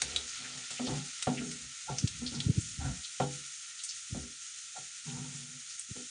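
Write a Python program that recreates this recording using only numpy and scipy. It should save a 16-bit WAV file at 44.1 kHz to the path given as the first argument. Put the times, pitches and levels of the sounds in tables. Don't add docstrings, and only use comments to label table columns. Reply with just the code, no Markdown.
import sys
import numpy as np
from scipy import signal
from scipy.fft import rfft, irfft, next_fast_len
from scipy.io import wavfile
from scipy.ndimage import uniform_filter1d

SR = 44100
rng = np.random.default_rng(int(sys.argv[2]) if len(sys.argv) > 2 else 0)


def store_wav(level_fs):
    pcm = np.round(np.clip(np.atleast_2d(level_fs), -1, 1) * 32767)
    wavfile.write(sys.argv[1], SR, pcm.T.astype(np.int16))


N = 268991
T = np.arange(N) / SR
SECOND = T[:SR]
KITCHEN_T60_S = 0.24
TOP_HZ = 9620


def undb(db):
    return 10 ** (np.asarray(db) / 20)


def unit(x):
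    return x / np.sqrt(np.mean(x ** 2))


def add(out, start_s, x):
    i = max(int(start_s * SR), 0)
    out[i:i + len(x)] += x[:N - i]


def shape(x, gain):
    n = next_fast_len(len(x) + SR // 10)
    hz = np.maximum(np.arange(n // 2 + 1) * SR / n, 1)
    return irfft(rfft(x, n) * gain(hz), n)[:len(x)]


def colour(x, points):
    hz, db = np.transpose(points)
    return shape(x, lambda f: undb(np.interp(np.log(f), np.log(hz), db)))


def hump(f, hz, octaves):
    return np.exp(-.5 * (np.log2(f / hz) / octaves) ** 2)


def noise_hump(size, hz, octaves):
    return unit(shape(rng.standard_normal(size), lambda f: hump(f, hz, octaves)))


def walk(rate):
    k = int(SR / rate)
    steps = np.repeat(rng.standard_normal(N // k + 1), k)
    return unit(uniform_filter1d(steps, k)[:N])


def clicks(per_s, scatter_db, size):
    hit = rng.random(size) < per_s / SR
    strength = undb(scatter_db * np.minimum(rng.exponential(size=size), 5))
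    return hit * strength * rng.choice([-1, 1], size)


def kitchen(x, wet_db, t60):
    decay = np.exp(-np.log(1000) * SECOND / t60)
    tail = rng.standard_normal(SR) * decay * (SECOND > .003)
    return x + undb(wet_db) * signal.fftconvolve(x, tail / np.linalg.norm(tail))[:N]


def room_tone():
    return undb(-74) * noise_hump(N, 90, 1.0) * undb(2.5 * walk(6.4))


# centre in Hz, width in Hz, boost (or dip, if negative) in dB.
BOWL = [(1280, 12, -2.5), (1359, 154, 17.5), (1856, 150, 6.5), (6660, 270, 3.5), (6900, 140, -6)]


def bowl(f):
    return 1 + sum((undb(db) - 1) / (1 + (2 * (f - hz) / width) ** 2) for hz, width, db in BOWL)


# frequency in Hz, gain in dB.
FIZZ_SPECTRUM = [(500, -43.5), (950, -69), (1200, -26.5), (1650, -17.5), (2200, -10), (3400, -6),
                 (4900, -6.5), (5700, -1.5), (6700, 0.5), (7300, 1), (8000, -6.5), (8700, -4.5),
                 (9600, -3.5)]
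# frequency in Hz, gain in dB.
COARSE_SPECTRUM = [(400, -15.5), (900, -16), (1400, -10.5), (2300, 3), (3700, 5), (5500, 3), (9000, -12)]
# time in seconds, level in dB (before the bowl and the kitchen).
FRY_LEVEL = [(0, -43.5), (1.0, -41.5), (1.35, -43.5), (3.1, -42), (4.4, -43), (4.6, -43), (6.1, -43)]
COARSE_WET_DB, COARSE_DRY_DB, DRYING_S = -3.5, -17.5, 3.2


def sizzle():
    level_db = np.interp(T, *np.transpose(FRY_LEVEL))
    coarse_db = COARSE_DRY_DB + (COARSE_WET_DB - COARSE_DRY_DB) * np.exp(-T / DRYING_S)
    fine = unit(colour(clicks(per_s=9000, scatter_db=1.5, size=N), FIZZ_SPECTRUM))
    fine = fine * undb(1.0 * walk(25))
    coarse = unit(colour(clicks(per_s=3500, scatter_db=2.0, size=N), COARSE_SPECTRUM))
    coarse = coarse * undb(coarse_db + 1.4 * walk(18))
    frying = shape(fine + coarse, bowl) * undb(level_db)
    return kitchen(frying, wet_db=-9.5, t60=KITCHEN_T60_S)


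STIR_END_S, SMALL_SPIT_DB, SMALL_SPIT_HZ = 4.2, -53, 3500


def small_spits(count):
    return [(when * STIR_END_S, SMALL_SPIT_DB, SMALL_SPIT_HZ * 2 ** (pitch - .5))
            for when, pitch in rng.random((count, 2))]


# middle in seconds, level in dB (before the swell), centre in Hz.
SPITS = [(.295, -44.5, 6000), (.455, -44.5, 1860), (.785, -44, 2600), (.871, -39.5, 3800),
         (1.384, -40.5, 2450), (1.993, -40, 5700), (2.277, -39, 4150), (2.358, -41.5, 4970),
         (2.611, -42.5, 7700), (3.05, -41, 3960), (3.225, -47, 3000), (3.8, -45.5, 3580), (3.9, -37, 5370),
         (5.1, -48, 3070), (5.709, -48, 5060)]
SPIT_S, SPIT_OCTAVES = 0.02, 0.35


def spits():
    out, t = np.zeros(N), SECOND[:SR // 4] - 1 / 8
    swell = np.exp(-2 * (t / SPIT_S) ** 2)
    for middle_s, db, hz in list(SPITS) + small_spits(count=10):
        bubbles = clicks(per_s=1600, scatter_db=0.5, size=len(t))
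        swarm = unit(shape(bubbles, lambda f: hump(f, hz, SPIT_OCTAVES)))
        add(out, middle_s + t[0], undb(db) * swarm * swell)
    return kitchen(out, wet_db=-8, t60=KITCHEN_T60_S)


# start in seconds, level of the crack in dB, centre in Hz, spread in octaves,
# length of the crack in seconds.
POPS = [(0.018, -24, 5270, 1.65, 0.0042), (0.1615, -24, 3720, 0.17, 0.0049), (0.705, -42, 4000, 2.3, 0.022),
        (1.225, -32, 5860, 1.5, 0.0079), (1.514, -40.5, 6000, 1.4, 0.0095),
        (1.984, -29.5, 5800, 0.13, 0.0044), (2.0747, -35, 4360, 0.62, 0.0084),
        (2.264, -35.5, 4030, 0.3, 0.0047), (2.403, -31, 3600, 0.53, 0.0055),
        (3.836, -38.5, 8100, 0.54, 0.019), (5.795, -34, 8810, 0.34, 0.0039)]
POP_LOW_HZ = 1100


def pops():
    out, t = np.zeros(N), SECOND[:SR // 10]
    for start_s, db, hz, octaves, length in POPS:
        def seed(f):
            bands = hump(f, hz, octaves) + 0.15 * hump(f, 5100, 1.85)
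            return bands * (f < TOP_HZ) / np.hypot(1, (POP_LOW_HZ / f) ** 2)

        crack = shape(rng.standard_normal(len(t)), seed) * np.exp(-(t / length) ** 2)
        add(out, start_s, undb(db) * crack / np.std(crack[t < length]))
    return kitchen(out, wet_db=-5.0, t60=0.16)


SHUDDER_MIDDLE_S, SHUDDER_HALF_S, SHUDDER_DB, SHUDDER_HZ = 2.37, 0.43, -51.5, 105


def shudder():
    swell = np.exp(-((T - SHUDDER_MIDDLE_S) / SHUDDER_HALF_S) ** 4)
    return undb(SHUDDER_DB) * swell * noise_hump(N, SHUDDER_HZ, 0.8)


# start in seconds, peak of the thud in dB, base pitch in Hz (before the stiffening).
BUMPS = [(2.0371, -19, 115), (2.461, -21, 105), (2.4925, -16, 126.5), (2.5748, -19, 113),
         (2.786, -30.5, 85), (4.122, -29, 105), (5.908, -36, 115)]


def bumps():
    out, t = np.zeros(N), SECOND
    stiffening = .72 + 1.6 * np.exp(-t / .006)
    for start_s, db, hz in BUMPS:
        cycles = hz * np.cumsum(stiffening) / SR
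        thud = np.sin(2 * np.pi * cycles) * t ** 3 * np.exp(-t / 0.0027)
        add(out, start_s, undb(db) * thud / np.abs(thud).max())
        shiver = noise_hump(SR, 1.86 * hz, 0.56) * np.exp(-((t - .03) / 0.019) ** 2)
        add(out, start_s - .025, undb(db - 19.0) * shiver)
    return out


def ring(force, hz, t60):
    pole = np.exp((2j * np.pi * hz - np.log(1000) / t60) / SR)
    swing = signal.lfilter([1], [1, -pole], force).imag
    return unit(swing) * np.sqrt(t60 / (4 * np.log(1000)))


# mode in Hz, level in dB, t60 in seconds (before damping by the wood).
PAN = [(139.2, 0, 0.46), (180.6, -4, 0.23), (247.7, -3, 0.29), (299.2, -12, 0.38), (400, -5.5, 0.27),
       (497.8, -7, 0.28), (525, -14.5, 0.12), (602, -10.5, 0.16), (671, -12.5, 0.26), (740.3, -3, 0.16),
       (804, -9, 0.22), (885, -5, 0.1), (1040, -20.5, 0.029), (1135, -13.5, 0.099), (1381, 2, 0.071),
       (1430, -15, 0.14)]
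PAN_HZ = np.transpose(PAN)[0]
RIM_MODE = 2


def pan_ring(force, weights, damping):
    modes = np.zeros(len(force))
    for (hz, db, t60), weight in zip(PAN, weights):
        modes += rng.choice([-1, 1]) * weight * undb(db) * ring(force, hz, t60 / damping)
    return signal.sosfilt(signal.butter(3, 100, "high", fs=SR, output="sos"), modes)


# middle in seconds, level in dB (before the pan joins).
SQUEAKS = [(1.897, -40), (2.818, -48.5), (4.773, -48)]
SQUEAK_HZ, SQUEAK_WIDTH_HZ, SQUEAK_S, SQUEAK_OCTAVES_PER_S = 800, 62, 0.021, 2.4
SQUEAK_RING_DB = -3


def squeaks():
    out, t = np.zeros(N), SECOND - 1 / 8
    swell = np.exp(-2 * (t / SQUEAK_S) ** 2)
    for middle_s, db in SQUEAKS:
        hz = SQUEAK_HZ * 2 ** (SQUEAK_OCTAVES_PER_S * t) + SQUEAK_WIDTH_HZ * walk(400)[:SR]
        tone = swell * np.sqrt(2) * np.sin(2 * np.pi * np.cumsum(hz) / SR)
        scrape = swell * rng.standard_normal(SR)
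        sing = unit(pan_ring(scrape, hump(PAN_HZ, 1200, 0.68), damping=0.64)) * np.std(tone)
        add(out, middle_s + t[0], undb(db) * (tone + undb(SQUEAK_RING_DB) * sing))
    return out


LAND_S, BUILD_DB, EASE_DB, LIFT_S = .012, 4.5, 29.5, .025
UNEVEN_DB, UNEVEN_PER_S = 1, 30


def push(length, hardest):
    landing = np.clip(SECOND / LAND_S, 0, 1)
    lifting = np.clip((length - SECOND) / LIFT_S + .5, 0, 1)
    effort_db = np.interp(SECOND / length, [0, min(hardest, 1), 1], [-BUILD_DB, 0, -EASE_DB])
    return landing * lifting * undb(effort_db + UNEVEN_DB * walk(UNEVEN_PER_S)[:SR])


# start in seconds, length in seconds, level in dB (before the pressure),
# hardest push as a share of the length, pitch centre of the drone in Hz, then judder, rasp and rumble
# in dB relative to the stroke.
STROKES = [(0.0, 0.37, -54, 0.48, 353, -7, -5.5, 2), (0.382, 0.35, -56, 0.58, 180, -5, -3, -20),
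           (0.798, 0.12, -44.5, 0.43, 380, 9, -21, -34), (.872, .22, -33.5, 0.17, 180, -9, -10, -16),
           (1.279, 0.17, -33.5, .14, 235.5, 0, -19, -28.5), (1.383, 0.24, -38, 0.13, 284, -6.5, -12.5, -17),
           (1.6, .19, -57, 0.16, 130, -7, -32, -3), (1.892, 0.13, -39.5, .16, 125, -14.5, -12, -11),
           (2.205, .16, -45, .1, 255, 8, -15, -8.5), (2.313, 0.35, -39.5, .08, 160, -7.5, -13.5, -26),
           (2.804, .22, -35, 0.32, 165, -17, -12.5, -4.5), (3.211, 0.24, -44, 0.084, 200, -9.5, -17, -13),
           (4.15, 0.2, -41, 0.11, 250, -8, -22, -3), (5.054, .56, -41, .2, 150, -7, -13, -19),
           (5.952, 0.12, -48, 0.11, 332, 0, -32, -21)]
JUDDER_FOLLOW = 0.6
CONTACT_OCTAVES, UPPER_MODES_DB = .5, -19
RASP_HZ, RASP_OCTAVES, RASP_RING_DB = 850, 1, 4.5
RUMBLE_HZ, RUMBLE_OCTAVES = 70, 0.24


def strokes():
    out = np.zeros(N)
    for start_s, length, db, hardest, hz, judder_db, rasp_db, rumble_db in STROKES:
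        pressure = push(length, hardest)
        slips = pressure * clicks(per_s=1400, scatter_db=1.3, size=SR)
        drone_weights = hump(PAN_HZ, hz, CONTACT_OCTAVES) + undb(UPPER_MODES_DB)
        drone = unit(pan_ring(slips, drone_weights, damping=2.63))
        wood = unit(shape(slips, lambda f: hump(f, RASP_HZ, RASP_OCTAVES)))
        stirred = unit(pan_ring(slips, hump(PAN_HZ, RASP_HZ, RASP_OCTAVES), damping=1.5))
        rasp = unit(wood + undb(RASP_RING_DB) * stirred)
        rumble = unit(shape(slips, lambda f: hump(f, RUMBLE_HZ, RUMBLE_OCTAVES)))
        rub = drone + undb(rasp_db) * rasp + undb(rumble_db) * rumble
        rub = rub * np.sqrt(np.mean(pressure ** 2))
        phase = 2 * np.pi * np.cumsum(PAN_HZ[RIM_MODE] * (1 + 0.027 * walk(40)[:SR])) / SR
        shaking = (np.sin(phase) + 0.12 * np.sin(2 * phase)) * undb(2.0 * walk(50)[:SR])
        judder = pressure ** JUDDER_FOLLOW * unit(shaking)
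        add(out, start_s, undb(db) * (rub + undb(judder_db) * judder))
    return out


# mode in Hz, level in dB, t60 in seconds.
BLADE = [(560, -3.5, 0.027), (731, -4, 0.036), (1198, -9, 0.026)]
# start in seconds, level in dB, brightness of the contact in Hz,
# boost of the rim mode in dB.
KNOCKS = [(0.019, -40.5, 1300, -3), (0.707, -44.5, 1000, 4), (0.794, -33, 1620, 5.5),
          (0.87, -26.5, 560, 6.5), (1.27, -19, 870, -0.5), (1.894, -32, 880, -10),
          (2.316, -46.5, 397, 23.5), (3.200, -19, 1100, -1), (4.146, -31, 560, -1.5),
          (4.774, -47, 800, -3.5), (5.969, -50, 433, 11)]
TICK_DB, TICK_RATIO, TICK_S = -22, 2.2, 0.014


def knocks():
    out, tap = np.zeros(N), 1. * (SECOND == 0)
    for start_s, db, bright_hz, rim_db in KNOCKS:
        def contact(f):
            return 1 / np.hypot(1, (f / bright_hz) ** 2)

        def chatter_band(f):
            return hump(f, 0.51 * bright_hz, 0.64) + 0.04 * hump(f, 2 * bright_hz, 0.68)

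        weights = contact(PAN_HZ)
        weights[[0, RIM_MODE]] *= undb([-rim_db / 2, rim_db])
        force = tap + 0.11 * rng.standard_normal(SR) * np.exp(-SECOND / 0.021)
        pan = pan_ring(force, weights, damping=1)
        clack = sum(contact(hz) * undb(mode_db) * ring(tap, hz, t60) for hz, mode_db, t60 in BLADE)
        chatter = shape(rng.standard_normal(SR), chatter_band) * np.exp(-SECOND / 0.026)
        chatter = chatter / np.abs(chatter).max()
        blow = undb(-9.5) * pan + undb(8.0) * clack + undb(-6.5) * chatter
        blow = blow * (1 - np.exp(-SECOND / 0.0042))
        tick = noise_hump(SR, TICK_RATIO * bright_hz, .7) * np.exp(-SECOND / TICK_S)
        add(out, start_s, undb(db) * (blow + undb(TICK_DB) * tick))
    return out


def scene():
    spatula = kitchen(knocks() + strokes() + squeaks(), wet_db=-18, t60=KITCHEN_T60_S)
    mono = room_tone() + sizzle() + spits() + pops() + shudder() + bumps() + spatula
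    return np.array([mono, mono])


SUPPRESS_BELOW_HZ, SUPPRESS_THRESHOLD_DB, SUPPRESS_DEPTH_DB = 520, -65, 5.5


def record(dry):
    low = shape(dry[0], lambda f: 1 / np.hypot(1, (f / SUPPRESS_BELOW_HZ) ** 4))
    power = np.abs(uniform_filter1d(uniform_filter1d(low ** 2, SR // 40), SR // 40))
    quiet = 1 / (1 + (power / undb(SUPPRESS_THRESHOLD_DB) ** 2) ** 2)
    ducked = dry - quiet * (1 - undb(-SUPPRESS_DEPTH_DB)) * low
    return signal.sosfilt(signal.ellip(14, .2, 75, TOP_HZ, fs=SR, output="sos"), ducked)


dry = scene()
out = record(dry)
store_wav(out)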